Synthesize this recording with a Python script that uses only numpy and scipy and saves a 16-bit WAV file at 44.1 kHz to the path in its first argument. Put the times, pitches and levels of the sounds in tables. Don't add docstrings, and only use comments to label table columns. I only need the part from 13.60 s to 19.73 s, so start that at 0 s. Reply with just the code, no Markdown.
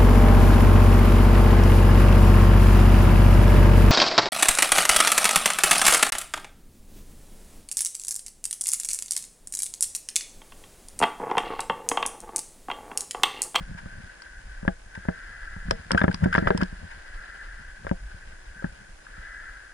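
import sys
import numpy as np
from scipy import signal
from scipy.fft import rfft, irfft
from scipy.io import wavfile

SR = 44100
rng = np.random.default_rng(int(sys.argv[2]) if len(sys.argv) > 2 else 0)


def master(y):
    cut = np.clip(np.atleast_2d(y).T, -1, 1)
    pcm = np.round(cut * 32767)
    wavfile.write(sys.argv[1], SR, pcm.astype(np.int16))


N = 270333

# f/Hz, relative spectral density/dB
HISS_SPECTRUM = [(100, 12), (1000, 7), (3000, -8.5), (6000, 4), (11000, -1.5)]
GRIT_SPECTRUM = [(250, -1.5), (340, 7.5), (420, 1.5), (570, 8), (1000, 7.5), (2000, 6), (2800, 3.5),
                 (3800, -3.5), (4600, -0.5), (5100, -2), (5800, -15), (11000, -13.5)]
SWAY_SPECTRUM = [(15, 4.5), (30, 4.5), (52, 2), (80, -18), (120, -21), (250, -60), (600, -68)]
JUDDER_SPECTRUM = [(50, -17.5), (90, 4.5), (120, 0), (180, 2), (250, -6), (330, -29.5), (420, -23.5),
                   (560, -15), (800, -20.5), (1200, -28), (3000, -61)]
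# t/s, relative level/dB
LOOSENESS = [(0, -61.5), (1.2, -63.5), (2.2, -60.5), (3.3, -59.5), (4.4, -62.5), (6.13, -62.5)]
ROUGHNESS = [(0.0, -65), (0.1, -40.5), (0.49, -60.5), (1.83, -60), (2.37, -43), (2.51, -42.5), (2.87, -34),
             (2.94, -37), (3.09, -43.5), (3.57, -63.5), (5.07, -54), (5.24, -55.5), (5.5, -62),
             (6.13, -67.5)]
# centre t/s, change of whine level/dB, half duration/s
TYRE_LOADS = [(1.203, -10, 0.061), (1.82, 4, 0.34), (2.837, 9, 0.19), (3.74, 4, 0.27), (4.327, -3.5, 0.093),
              (5.337, -8, 0.099), (5.765, 5, 0.21)]
# f/Hz, bandwidth/Hz, relative level/dB
SOFT_WHINE_BANDS = [(1481, 92, -1), (1563, 83, 2.5), (1712, 55, -2.5), (1948, 56, -8.5)]
HARD_WHINE_BANDS = [(1366, 63, -5), (1469, 45, -2.5), (1626, 143, -0.5), (1833, 110, -7), (1983, 27.6, -2)]
CHATTER_BANDS = [(905, 78, 0.5), (1440, 30, -6), (1545, 51, 5), (1826, 720, -7), (3070, 160, -19.5),
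                 (4700, 140, -20), (6500, 920, -78)]
SLAP_BANDS = [(1080, 220, 7.5), (1510, 230, 11.5), (2100, 210, 4), (2920, 380, -6.5)]
SNAP_BANDS = [(950, 133, 5.5), (1580, 310, 2), (2840, 1670, -4), (3900, 950, -1), (4190, 540, -0.5),
              (5050, 330, 0), (5550, 370, -4), (5020, 33, -2.5)]
SIZZLE_BANDS = [(7510, 750, -4), (7930, 750, 2), (10000, 800, -10), (9500, 540, -35)]
# t/s, relative level/dB, swell time/s
CHATTERS = [(0.167, -28, 0.0172), (1.347, -30, 0.0058), (2.3727, -11, 0.0062), (2.387, -20.5, 0.0055),
            (2.4034, -20, 0.0013), (2.434, -21, 0.00264), (2.508, -23, 0.0062), (2.635, -22, 0.0072),
            (2.7245, -14.5, 0.005), (2.7391, -14, 0.0027), (2.7528, -18, 0.0075), (2.873, -23, 0.01),
            (3.01, -17.5, 0.0057), (3.289, -33, 0.025), (4.2922, -25.5, 0.001)]
# t/s, relative level/dB of the crack and of the sizzle above it
METAL_HITS = [(0.62, -29.5, -48.5), (2.1085, -7.5, -29), (2.316, -10, -23.5), (2.527, -32, -46),
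              (2.543, -16, -39), (2.773, -26, -59), (2.7866, -26, -57), (2.975, -19, -31),
              (3.032, -19.5, -48)]
# f/Hz, relative level/dB, 60 dB decay time/s, right-side lag/s
CAMERA_MODES = [(72, -15, 0.1, 0.00011), (100, -10, 0.045, 0.0012), (152, -20, 0.055, 0.00071),
                (180.6, -3.5, 0.079, 0.00052), (232, -2.5, 0.02, 0.0012), (349, -8.5, 0.079, 0.0013),
                (421, 3, 0.038, 0.00076), (470.7, -10, 0.18, 0.00066), (515, 8.5, 0.0023, 0.0007),
                (563, 3, 0.045, 0.0005), (650, -8, 0.11, 0.00037), (793, -5, 0.081, 0.00028),
                (926, 6, 0.03, 0.00027), (1226, -2.5, 0.039, 0.0006), (1362, 1, 0.037, 0.000646),
                (1523, -11, 0.062, 0.0005), (1635, 12.5, 0.021, 0.00053), (1650, -5, 0.034, 0.000725),
                (1840, -32, 0.054, 0.00055), (2550, -44, 0.016, 0.00024), (3330, -12, 0.032, 0.000485),
                (5000, -21, 0.051, 0.00038)]
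# t/s, relative level/dB of mount thump, of shell knock and of case ring
JOLTS = [(0.008, -30, -43, -42), (0.111, -28.5, -56, -62), (0.258, -28.5, -38, -40),
         (0.437, -35.5, -60, -55), (1.029, -27, -37, -51), (1.051, -33, -24.5, -57),
         (1.0784, -8.5, -12.5, -14), (1.375, -29, -35.5, -57), (1.452, -35, -30.5, -37),
         (1.4857, -10.5, -14, -22), (1.963, -29.5, -40.5, -37.5), (2.083, -25, -49, -38),
         (2.1102, -27, -10, -21.5), (2.3073, -34.5, -16.5, -14), (2.317, -21.5, -22, -28),
         (2.333, -18.5, -27, -24.5), (2.3474, -6.5, -11.5, -20.5), (2.415, -12.5, -10.5, -12.5),
         (2.4407, -3, -11.5, -16), (2.48, -9, -10.5, -18.5), (2.541, -22.5, -52, -51),
         (2.634, -22, -26, -43), (2.658, -9, -16.5, -26.5), (2.7507, -16.5, -10.5, -9.5),
         (2.78, -8, -7.5, -12), (2.824, -15, -22, -28.5), (2.8719, -15, -8.5, -10),
         (2.905, -14.5, -3, -14.5), (2.948, -12.5, -21, -37), (3.007, -24, -21.5, -26),
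         (3.024, -10, -20, -22.5), (3.126, -29, -41, -60), (4.248, -31, -29, -43),
         (4.2675, -33, -18, -24.5), (4.3132, -9.5, -13.5, -37), (4.543, -34.5, -51, -60),
         (5.024, -59, -30, -39), (5.0425, -16, -23.5, -27), (5.466, -55, -53, -37.5),
         (5.578, -36, -45, -51)]

TIME = np.arange(N) / SR


def from_db(db):
    return 10 ** (np.asarray(db) / 20)


def rms_one(x):
    return x / np.sqrt(np.mean(x ** 2) + 1e-20)


def peak_one(x):
    return x / (np.abs(signal.hilbert(x)).max() + 1e-12)


def add(out, start_s, sound):
    at = max(round(start_s * SR), 0)
    out[..., at:at + sound.shape[-1]] += sound[..., :N - at]


def drift(per_s):
    knots = rng.standard_normal(500)
    return np.interp(TIME * per_s, np.arange(len(knots)), knots) * np.sqrt(3 / 2)


def coloured(x, spectrum):
    hz, db = np.transpose(spectrum)
    log_hz = np.log(np.fft.rfftfreq(N, 1 / SR) + 1)
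    return rms_one(irfft(rfft(x) * from_db(np.interp(log_hz, np.log(hz), db)), N))


def resonate(x, bands):
    out = 0
    for k, (hz, width_hz, db) in enumerate(bands):
        r = np.exp(-np.pi * width_hz / SR)
        poles = [1, -2 * r * np.cos(2 * np.pi * hz / SR), r * r]
        response = signal.lfilter([1, 0, -1], poles, x + 1e-18) * (1 - r * r) / 2
        out = out + (-1) ** k * from_db(db) * response
    return out


def grains(per_s, spread_db):
    sizes = from_db(spread_db * np.minimum(rng.exponential(1, (2, N)), 4))
    signs = rng.choice([-1, 1], (2, N))
    return rms_one(sizes * signs * (rng.random((2, N)) < per_s / SR))


def flurry(force, bands):
    rung = resonate(force * rng.standard_normal((2, len(force))), bands)
    return np.array([peak_one(row) for row in rung])


def ports(pair, apart, left_db, lag_s=0.00056):
    shared, opposed = pair
    left, right = shared + apart * opposed, shared - apart * opposed
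    late = np.interp(np.arange(N) - round(lag_s * SR), np.arange(N), right, left=0)
    return np.array([left * from_db(left_db / 2), late * from_db(-left_db / 2)]) / np.sqrt(1 + apart ** 2)


def hiss():
    noise = from_db(-57) * coloured(rng.standard_normal((2, N)), HISS_SPECTRUM)
    return ports(noise, apart=0.87, left_db=-0.5)


def grit(load_db):
    crunch = coloured(grains(per_s=9000, spread_db=5.8), GRIT_SPECTRUM)
    level_db = np.interp(TIME, *np.transpose(LOOSENESS)) + 8 + 0.21 * load_db + drift(per_s=29)
    return ports(crunch * from_db(level_db), apart=0.67, left_db=0.5)


def unrest(settle_s, rise_s=0.0014):
    power, t = np.zeros(N), np.arange(SR) / SR
    envelope = (1 - np.exp(-(t / rise_s) ** 2)) * np.exp(-t / settle_s)
    for start_s, thump_db, *_ in JOLTS:
        add(power, start_s, (from_db(thump_db) * envelope) ** 2)
    return power


def rumble(ground_db):
    sway_power = from_db(-45) ** 2 + from_db(ground_db) ** 2 + from_db(-29.5) ** 2 * unrest(0.068)
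    judder_power = from_db(ground_db + 1.5) ** 2 + from_db(-15.5) ** 2 * unrest(0.014)
    mid, side = coloured(rng.standard_normal((2, N)), SWAY_SPECTRUM)
    sway = from_db(5.5 * drift(per_s=9)) * (mid + 0.011 * side * [[1], [-1]])
    judder = coloured(grains(per_s=700, spread_db=0.79), JUDDER_SPECTRUM)
    judder = rms_one(judder * from_db(7.5 * drift(per_s=30)))
    return np.sqrt(sway_power) * sway + np.sqrt(judder_power) * ports(judder, apart=0.3, left_db=1.5)


def tyre_load():
    return sum(db * np.exp(-((TIME - centre_s) / half_s) ** 2) for centre_s, db, half_s in TYRE_LOADS)


def tyre_whine(load_db):
    soft = rms_one(resonate(grains(per_s=3900, spread_db=2.2), SOFT_WHINE_BANDS))
    hard = resonate(grains(per_s=6000, spread_db=0.55), HARD_WHINE_BANDS)
    hard = rms_one(signal.sosfilt(signal.butter(3, [1280, 2100], "band", fs=SR, output="sos"), hard))
    hard_share = np.clip(0.04 + load_db / 4.5, 0, 1)
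    flutter = from_db(1.96 * drift(per_s=24))
    soft = ports(soft * flutter * np.sqrt(1 - hard_share), apart=0.067, left_db=2.5)
    hard = ports(hard * np.sqrt(hard_share), apart=0.017, left_db=2.5)
    return from_db(load_db - 51) * soft + from_db(load_db - 46.5) * hard


def chatter(squeak_from_hz=1168, squeak_to_hz=1631, jitter=0.13, tail_s=0.018):
    out, t = np.zeros((2, N)), np.arange(SR // 8) / SR
    for start_s, db, swell_s in CHATTERS:
        rise = (t / swell_s) ** 2
        tail = from_db(-19) * (1 - np.exp(-t / swell_s)) * np.exp(-t / tail_s)
        force = rise * np.exp(1 - rise) + tail
        buzz = flurry(force, CHATTER_BANDS)
        hz = squeak_to_hz + (squeak_from_hz - squeak_to_hz) * np.exp(-rise)
        phase = 2 * np.pi * np.cumsum(hz * (1 + jitter * rng.standard_normal(len(t)))) / SR
        squeak = force * (np.sin(phase) + from_db(-18) * np.sin(2 * phase))
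        squeak_share = np.clip((db + 25) / 20, 0, 0.75)
        rub = np.sqrt(1 - squeak_share) * buzz + np.sqrt(squeak_share) * squeak * [[1], [0]]
        add(out, start_s, from_db(db) * rub)
    return ports(out, apart=0.3, left_db=2.5)


def case_slaps(fall_s=0.0057, top_hz=3600):
    out, t = np.zeros((2, N)), np.arange(SR // 20) / SR
    for start_s, _, _, ring_db in JOLTS:
        add(out, start_s, from_db(ring_db - 5.5) * flurry(np.exp(-t / fall_s), SLAP_BANDS))
    padding = signal.butter(3, top_hz, fs=SR, output="sos")
    return ports(signal.sosfilt(padding, out), apart=0.18, left_db=5.5)


def chain_snaps(fall_s=0.0019, tail_s=0.022):
    out, t = np.zeros((2, N)), np.arange(SR // 8) / SR
    force = np.exp(-t / fall_s) + from_db(-29) * np.exp(-t / tail_s)
    for start_s, crack_db, sizzle_db in METAL_HITS:
        crack = from_db(crack_db) * flurry(force, SNAP_BANDS)
        sizzle = from_db(sizzle_db) * flurry(force, SIZZLE_BANDS)
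        add(out, start_s, crack + sizzle)
    return ports(out, apart=1.0, left_db=0.5)


def small_bumps(ground_db, per_s=4.2):
    offset, size = rng.random(80), rng.standard_normal(80)
    times = (np.arange(80) + offset) / per_s
    thumps_db = np.minimum(np.interp(times, TIME, ground_db) + 13 - 0.5 * size, -24)
    return [(s, db, db - 12, db - 14) for s, db in zip(times, thumps_db) if s < N / SR]


def knock_pitch(knock_db, ring_db, dull_hz=557, sharp_hz=900):
    sharpness = 0.5 + 0.5 * np.tanh((ring_db - knock_db - 2) / 5)
    sag_octaves = max(knock_db + 9, 0) / 7
    return (dull_hz + sharpness * (sharp_hz - dull_hz)) * 2 ** -sag_octaves


def knocks(jolts, scatter_db=2.5, detune=0.03, focus=3.9, build_s=0.00076):
    out, t = np.zeros((2, N)), np.arange(SR // 7) / SR
    hz, db, t60, lag = np.transpose(CAMERA_MODES)[:, :, None]
    part = np.digitize(hz[:, 0], [380, 1200])
    sides, left_db = np.array([1, -1])[:, None, None], [0.8, 1.7, 4.0]
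    age = np.maximum(t - lag * (sides < 0), 0)
    decay = from_db(-60 * age / t60) * (age > 0)
    for start_s, *levels_db in jolts:
        thump_db, knock_db, ring_db = levels_db
        strength, balance, tuning = rng.standard_normal((3, len(hz), 1))
        octaves_off = np.log2(hz / knock_pitch(knock_db, ring_db))
        favour = np.where(part[:, None] == 1, 1 / (1 + focus * octaves_off ** 2), 1)
        gain = favour * from_db(db + scatter_db * (strength + balance * sides / 2))
        modes = -gain * decay * np.cos(2 * np.pi * hz * (1 + detune * tuning) * age)
        thump, knock, ring = (modes[:, part == k].sum(1) for k in range(3))
        ring = ring * (1 - np.exp(-t / build_s))
        cutoffs_hz = [520 * 2 ** ((thump_db + 11.5) / 10), 1600, 3000 * 2 ** ((ring_db + 16) / 16.5)]
        for k, sound in enumerate([thump, knock, ring]):
            padding = signal.butter(3, np.clip(cutoffs_hz[k], 60, SR / 4), fs=SR, output="sos")
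            stereo_gain = from_db(levels_db[k] + sides[:, 0] * left_db[k] / 2)
            add(out, start_s, stereo_gain * peak_one(signal.sosfilt(padding, sound)))
    return out


def scene():
    ground_db, load_db = np.interp(TIME, *np.transpose(ROUGHNESS)), tyre_load()
    rolling = grit(load_db) + hiss() + tyre_whine(load_db) + rumble(ground_db)
    clatter = chatter() + case_slaps() + from_db(-1) * chain_snaps()
    return rolling + clatter + from_db(2.5) * knocks(list(JOLTS) + small_bumps(ground_db))


def record(dry, low_hz=16, top_hz=11100, ceiling=0.85):
    highpassed = signal.sosfilt(signal.butter(2, low_hz, "high", fs=SR, output="sos"), dry)
    rounded = ceiling * highpassed / (ceiling ** 4 + highpassed ** 4) ** 0.25
    return signal.sosfilt(signal.ellip(10, 0.3, 70, top_hz, fs=SR, output="sos"), rounded)


dry = scene()
out = record(dry)
master(out)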